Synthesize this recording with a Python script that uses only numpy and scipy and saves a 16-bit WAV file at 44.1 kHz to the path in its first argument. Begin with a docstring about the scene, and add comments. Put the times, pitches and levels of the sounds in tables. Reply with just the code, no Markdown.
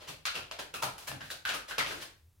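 """A deck of large cards is shuffled overhand at a table in a bare, lively room, over a low steady rumble.
At once a packet is sliding: stick-slip friction drives a resonant card stack, and the room answers with
echoes and a diffuse tail. Soft bumps of the deck in the palm join in, low tones with a puff of noise.
Then card edges snap and packets slap onto the deck, impulses followed by a scatter of smaller ones.
A stereo microphone a few steps away hears more of the room than of the hands."""
import sys
import numpy as np
from scipy import signal
from scipy.fft import rfft, irfft, next_fast_len
from scipy.io import wavfile
from scipy.ndimage import uniform_filter1d

SR = 44100
rng = np.random.default_rng(int(sys.argv[2]) if len(sys.argv) > 2 else 0)


def int16_out(signal):
    """Quantize to a 16-bit WAV file."""
    q = np.round(np.clip(np.atleast_2d(signal).T, -1, 1) * 32767)
    wavfile.write(sys.argv[1], SR, q.astype(np.int16))


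N = 105840  # samples


def amp(db):
    """Level law: 20 dB is a factor of ten in amplitude."""
    return 10 ** (np.asarray(db) / 20)


def unit(x):
    """Normalization: scales to an energy of one."""
    return x / np.sqrt(np.sum(x ** 2) + 1e-20)


def sized(x, db):
    """Energy equivalence: gives a sound the energy of a hundredth of a second at that level."""
    return unit(x) * amp(db) * np.sqrt(SR / 100)


def read(points, hz):
    """Logarithmic frequency scale: interpolates a table along it."""
    f, value = np.transpose(points)
    return np.interp(np.log(hz + 1), np.log(f + 1), value)


def add(mix, s, sound):
    """Superposition: mixes a sound in at a time, cutting what falls outside."""
    at = round(s * SR)
    sound = sound[..., max(-at, 0):]
    part = mix[..., max(at, 0):][..., :sound.shape[-1]]
    part += sound[..., :part.shape[-1]]


def coherent_pair(a, b, same):
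    """Partial coherence: the second channel shares the fraction `same` of the first."""
    return np.array([a, same * a + np.sqrt(1 - same ** 2) * b])


# spectrum of the room's background: (frequency [Hz], relative level [dB])
RUMBLE_SPECTRUM = [(25, -18), (44, 3.5), (62, -13), (84, 3), (110, -12.5), (220, -24.5), (600, -34),
                   (3000, -38)]
RUMBLE_DB, RUMBLE_COHERENCE = -64.5, .965  # RMS level over both channels; 1 is identical channels


def rumble():
    """Stationary random noise: the low steady background of the room, with faint hiss."""
    a, b = rng.standard_normal((2, N))
    spectrum = rfft(coherent_pair(a, b, RUMBLE_COHERENCE))
    x = irfft(spectrum * amp(read(RUMBLE_SPECTRUM, np.fft.rfftfreq(N, 1 / SR))), N)
    return amp(RUMBLE_DB) * x / x.std()


PATHS = 6  # separate ways through the room
SLIPS_PER_S, SLIP_SPREAD_DB = 6100, 3.5  # mean rate; scale of the exponential spread in level


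def slips(count):
    """Stick-slip: random impulses of uneven size, each radiating into the room along one of several paths."""
    size_db = SLIP_SPREAD_DB * np.minimum(rng.exponential(1, count), 3)
    occurs = rng.random(count) < SLIPS_PER_S / SR
    train = rng.choice([-1., 1.], count) * amp(size_db) * occurs
    return train * (rng.integers(0, PATHS, count) == np.arange(PATHS)[:, None])


def hump(hz, centre_hz, q):
    """Resonance: amplitude gain of one damped oscillator, one at its centre."""
    return 1 / np.sqrt(1 + (q * (hz / centre_hz - centre_hz / hz)) ** 2)


# colour of card stock: (frequency [Hz], gain [dB])
CARD_COLOUR = [(30, -22), (70, -19.5), (130, -11), (210, -12), (300, -8.5), (600, -2.5), (1000, -4),
               (1300, -3), (2000, -4), (2700, -0.5), (4400, -3), (6000, -8), (8000, -12.5), (11000, -13),
               (15500, -20.5)]
BASS_HZ, TREBLE_HZ = 770, 6300  # corners of the low and high shelves


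def packet(q, pitch_hz, ring_db, bass_db, treble_db, size=2048):
    """Minimum-phase response: card colour and one damped bending resonance of a gripped packet."""
    hz = abs(np.fft.fftfreq(size, 1 / SR)) + 1
    bass = bass_db / (1 + (hz / BASS_HZ) ** 4)
    treble = treble_db / (1 + (TREBLE_HZ / hz) ** 4)
    db = read(CARD_COLOUR, hz) + bass + treble + ring_db * hump(hz, pitch_hz, q)
    # the Hilbert transform of the log gain supplies the phase of a causal response
    log_response = np.conj(signal.hilbert(np.log(amp(db))))
    return np.fft.ifft(np.exp(log_response)).real[:size // 2]


# cards rubbing over each other: (time [s], swell [s], fade [s], relative level [dB],
# packet pitch [Hz], packet ring [dB], bass [dB], treble [dB])
SLIDE_EVENTS = [ (-.06, .07, .035, -51, 1250, 3, 8, -3), (.068, .015, .011, -41, 2900, 1, 5, 4),
                (.340, 0.0071, 0.024, -41, 1390, 6.5, 4.5, -0.5),
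                (0.585, 0.0059, 0.0088, -37, 1650, 6.5, 7, 2),
                (.748, 0.0029, 0.0095, -42, 2600, 25, -9, 20),
                (.820, 0.0016, 0.0036, -31, 994, 22.5, 16, 15),
                (.990, 0.0052, 0.036, -53.5, 1000, 7, 3.5, 8.5),
                (1.066, 0.011, 0.0051, -35, 1680, 12, 2, 10.5),
                (1.214, 0.008, 0.067, -55.5, 1600, 8, -2, 6.5),
                (1.303, 0.0055, 0.008, -38, 4050, 6.5, 4, 7.5),
                (1.462, 0.015, 0.0059, -38, 3700, -2.5, -26.5, -4),
                (1.533, 0.0058, 0.0071, -33, 1340, 12, 5.5, 5),
                (1.678, 0.0032, 0.024, -43, 1540, 8, 3.5, 5), (1.840, 0.028, 0.079, -44.5, 1630, 3, 5, 2.5),
                (1.915, 0.019, 0.0064, -47, 332, 16, 20, -6),
                (1.995, 0.027, 0.0054, -42, 1810, 6.5, 1.5, 6)]
SLIDE_DIRECT_DB, SLIDE_Q = 0.5, 5.3  # gain of the direct sound; sharpness of the packet resonance
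JUDDER_DB, JUDDER_PER_S = 2.5, 126.6  # standard deviation and rate of the random levels


def slide(swell_s, fade_s, db, *colour):
    """Friction: noise swells as a packet gathers speed, judders, and fades as it comes free."""
    t = np.arange(SR // 3) / SR
    fade = np.exp(-(np.maximum(t - swell_s, 0) / fade_s) ** 2 / 2)
    speed = np.minimum(t / swell_s, 1) * fade
    # the packet catches and lets go
    catches = np.interp(t * JUDDER_PER_S, np.arange(64), rng.standard_normal(64))
    drive = unit(slips(len(t)) * speed * amp(JUDDER_DB * catches)) * np.linalg.norm(speed)
    return amp(db) * signal.fftconvolve(drive, unit(packet(SLIDE_Q, *colour))[None], axes=1)


def evened(x, envelope, count=4):
    """Spectral whitening: lays an envelope on a random burst and smooths chance peaks out of its spectrum."""
    x = x * envelope
    for _ in range(count):
        z = rfft(x)
        x = irfft(z / (abs(z) + 1e-12), len(x))
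        local_level = np.sqrt(abs(uniform_filter1d(x ** 2, size=128)) + 1e-14)
        x = x * envelope / local_level
    return unit(x)


# clusters of early echoes from the table and the walls: (delay [s], spread [s], level [dB])
EARLY_ECHOES = [(.0018, 0.00044, -1), (.0085, 0.0011, 1.5)]
# time for the reverberation to fall by 60 dB: (frequency [Hz], time [s])
REVERBERATION = [(100, 0.62), (400, 0.41), (1200, 0.39), (3000, 0.36), (7000, 0.33), (15000, 0.25)]
# resonances that stand out of the room's tail: (frequency [Hz], level against the diffuse tail [dB])
STANDING_MODES = [(129, -27.5), (846, -33.5), (1306, -34), (1448, -27.5)]
# likeness of the room sound at the two microphones: (frequency [Hz], coherence [0 to 1])
ROOM_COHERENCE = [(60, .96), (130, .93), (290, .55), (640, .15), (1400, 0)]
ROOM_DB, ROOM_BUILD_S = 8, 0.0031  # gain of the tail; time constant of its onset


def room(size=24576):
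    """Reverberation: one path to both microphones, of early echoes, a diffuse tail and ringing modes."""
    t, hz = np.arange(size) / SR, np.fft.rfftfreq(size, 1 / SR)
    bands, frames, z = signal.stft(rng.standard_normal((2, size)), SR, nperseg=512)
    z = z * np.exp(-np.log(1000) * frames / read(REVERBERATION, bands)[:, None])
    tail = signal.istft(z, SR, nperseg=512)[1][:, :size] * (1 - np.exp(-t / ROOM_BUILD_S))
    tail = tail / np.linalg.norm(tail[0])
    for mode_hz, db in STANDING_MODES:
        decay = np.exp(-np.log(1000) * t / read(REVERBERATION, mode_hz))
        phases = rng.random(2)[:, None]  # in turns, one for each microphone
        for channel, ring in zip(tail, decay * np.sin(2 * np.pi * (mode_hz * t + phases))):
            channel += amp(db) * unit(ring)
    early = np.zeros(1024)
    for delay_s, spread_s, db in EARLY_ECHOES:
        early += amp(db) * unit(np.exp(-((t[:1024] - delay_s) / spread_s) ** 2 / 2))
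    bursts = rng.standard_normal((2, len(early)))
    echoes = np.array([evened(x, early) for x in bursts]) * np.linalg.norm(early)
    a, b = rfft(tail) * amp(ROOM_DB) + rfft(echoes, size)
    pair = coherent_pair(a, b, read(ROOM_COHERENCE, hz))
    return irfft(pair, size)[:, :-size // 8]


def one_path():
    """Point source: picks the path for a single impact."""
    return np.eye(PATHS)[rng.integers(PATHS)]


# the deck bumping in the palm: (time [s], relative level [dB], settled pitch [Hz])
BUMP_EVENTS = [(0.089, -55.5, 132), (0.351, -57.5, 132), (.372, -55.5, 340), (0.826, -52.5, 129),
               (1.093, -49, 123), (1.122, -48, 256), (1.213, -55, 139.5), (1.784, -51, 127),
               (1.903, -54, 428)]
BUMP_DIRECT_DB, BUMP_RISE_S = 5, 0.007  # gain of the direct sound; time to the peak of the push
BUMP_SWISH_DB, BUMP_Q = -3, 1.8  # puff against tone; sharpness of the puff's band
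BUMP_SAG = 0.18  # the pitch starts this fraction higher and sinks as the palm gives way


def bump(db, pitch_hz):
    """Damped oscillation: a dull push of the deck on the palm, with a puff of squeezed air."""
    t = np.arange(SR // 10) / SR
    push = t * np.exp(-t / BUMP_RISE_S)
    edges_hz = pitch_hz * np.exp(np.array([-.5, .5]) / BUMP_Q)
    band = signal.butter(2, edges_hz, "bandpass", fs=SR)
    puff = signal.lfilter(*band, push * rng.standard_normal(len(t)))
    sinking_hz = pitch_hz * (1 + BUMP_SAG * np.exp(-t / (2 * BUMP_RISE_S)))
    tone = push * np.sin(2 * np.pi * np.cumsum(sinking_hz) / SR)
    return sized(unit(tone) + amp(BUMP_SWISH_DB) * unit(puff), db)


# card edges and packets striking the deck: (time [s], direct sound gain [dB], relative level [dB],
# scatter [s], packet pitch [Hz], packet ring [dB], bass [dB], treble [dB])
SNAP_EVENTS = [ (0.2536, -1.5, -30.5, 0.0023, 1340, 11.5, -16, 0.5),
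               (.2690, -2.5, -33.5, 0.0013, 4300, 8.5, -11, -9.5),
               (0.3535, -1.5, -36, 0.0025, 2700, 10.5, -5, -2.5),
               (0.5129, 4.5, -40, 0.00076, 650, 11, -6, -5.5),
               (0.7398, -4, -36.5, 0.0013, 1305, 11.5, 7.5, 4.5),
               (.8255, 2.5, -32.5, 0.0042, 1320, 21.5, 0.5, 10.5),
               (.8330, 0.5, -32.5, 0.0033, 800, 13, 4.5, 6.5),
               (0.9812, 0.5, -45.5, 0.00012, 900, 8.5, -1, 9), (1.116, 7.5, -44, 0.0019, 850, 8.5, 7, -15),
               (1.207, -2, -42.5, 0.011, 1620, 16, 3, -5), (1.303, 8.5, -44, 0.0018, 1546, 26, 0, 9.5),
               (1.4515, -5, -31, 0.00089, 1510, 16.5, -9.5, -2),
               (1.491, 5.5, -32.5, 0.0089, 1560, 10, -2.5, -0.5),
               (1.499, -1, -38, 0.002, 2600, 12, 2.5, -12), (1.710, -1, -37.5, 0.0032, 1520, 15.5, -5, -21),
               (1.782, 0, -26.5, .0065, 1294, 10.5, -0.5, -1),
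               (1.802, 5, -32.5, 0.0025, 2000, 18.5, -17, -20.5),
               (1.863, 1.5, -38.5, 0.0011, 2900, 5.5, 8.5, -13), (1.91, 8.5, -42.5, 0.005, 1500, 27, 6, -8)]
SNAP_Q = 4.8  # sharpness of the packet resonance
LOOSE_S = 0.009  # in a packet that scatters longer than this, the first edge hardly stands out


def snap(db, scatter_s, *colour):
    """Impulse excitation: one edge lands, and the cards behind it follow within milliseconds."""
    t = np.arange(SR // 20) / SR
    drive = unit(slips(len(t)) * np.exp(-t / scatter_s))
    drive[:, 0] = one_path() / np.sqrt(1 + scatter_s / LOOSE_S)
    return sized(signal.fftconvolve(drive, packet(SNAP_Q, *colour)[None], axes=1), db)


# balance between the channels: (frequency [Hz], left minus right [dB])
CHANNEL_LEAN = [(100, 1), (350, 0.5), (700, 1.5), (4400, 0.9), (8000, 1), (15000, -3.5)]
LEFT_LAG_S = .000035  # the direct sound reaches the left this much later


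def scene():
    """Linear superposition: the hands heard directly and by way of the room, over the rumble."""
    direct, paths = np.zeros(N), np.zeros((PATHS, N))
    sounds = [(s, SLIDE_DIRECT_DB, slide(*row)) for s, *row in SLIDE_EVENTS]
    sounds += [(s, BUMP_DIRECT_DB, np.outer(one_path(), bump(*row))) for s, *row in BUMP_EVENTS]
    sounds += [(s, direct_db, snap(*row)) for s, direct_db, *row in SNAP_EVENTS]
    for s, direct_db, sound in sounds:
        add(paths, s, sound)
        add(direct, s, amp(direct_db) * sound.sum(0))
    size = next_fast_len(N + SR)
    hz = np.fft.rfftfreq(size, 1 / SR)
    lag_s = LEFT_LAG_S * np.array([[1], [0]])
    heard = rfft(direct, size) * np.exp(-2j * np.pi * hz * lag_s)
    heard += sum(rfft(x, size) * rfft(room(), size) for x in paths)
    lean_db = read(CHANNEL_LEAN, hz) * np.array([[.5], [-.5]])
    hands = irfft(heard * amp(lean_db), size)[:, :N] / 2
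    return hands + rumble()


def record(dry):
    """Band limitation: the recorder passes only what lies below 16.1 kHz."""
    low_pass = signal.firwin(511, 16100, window=("kaiser", 9), fs=SR)
    return signal.oaconvolve(dry, low_pass[None], "same")


dry = scene()
out = record(dry)
int16_out(out)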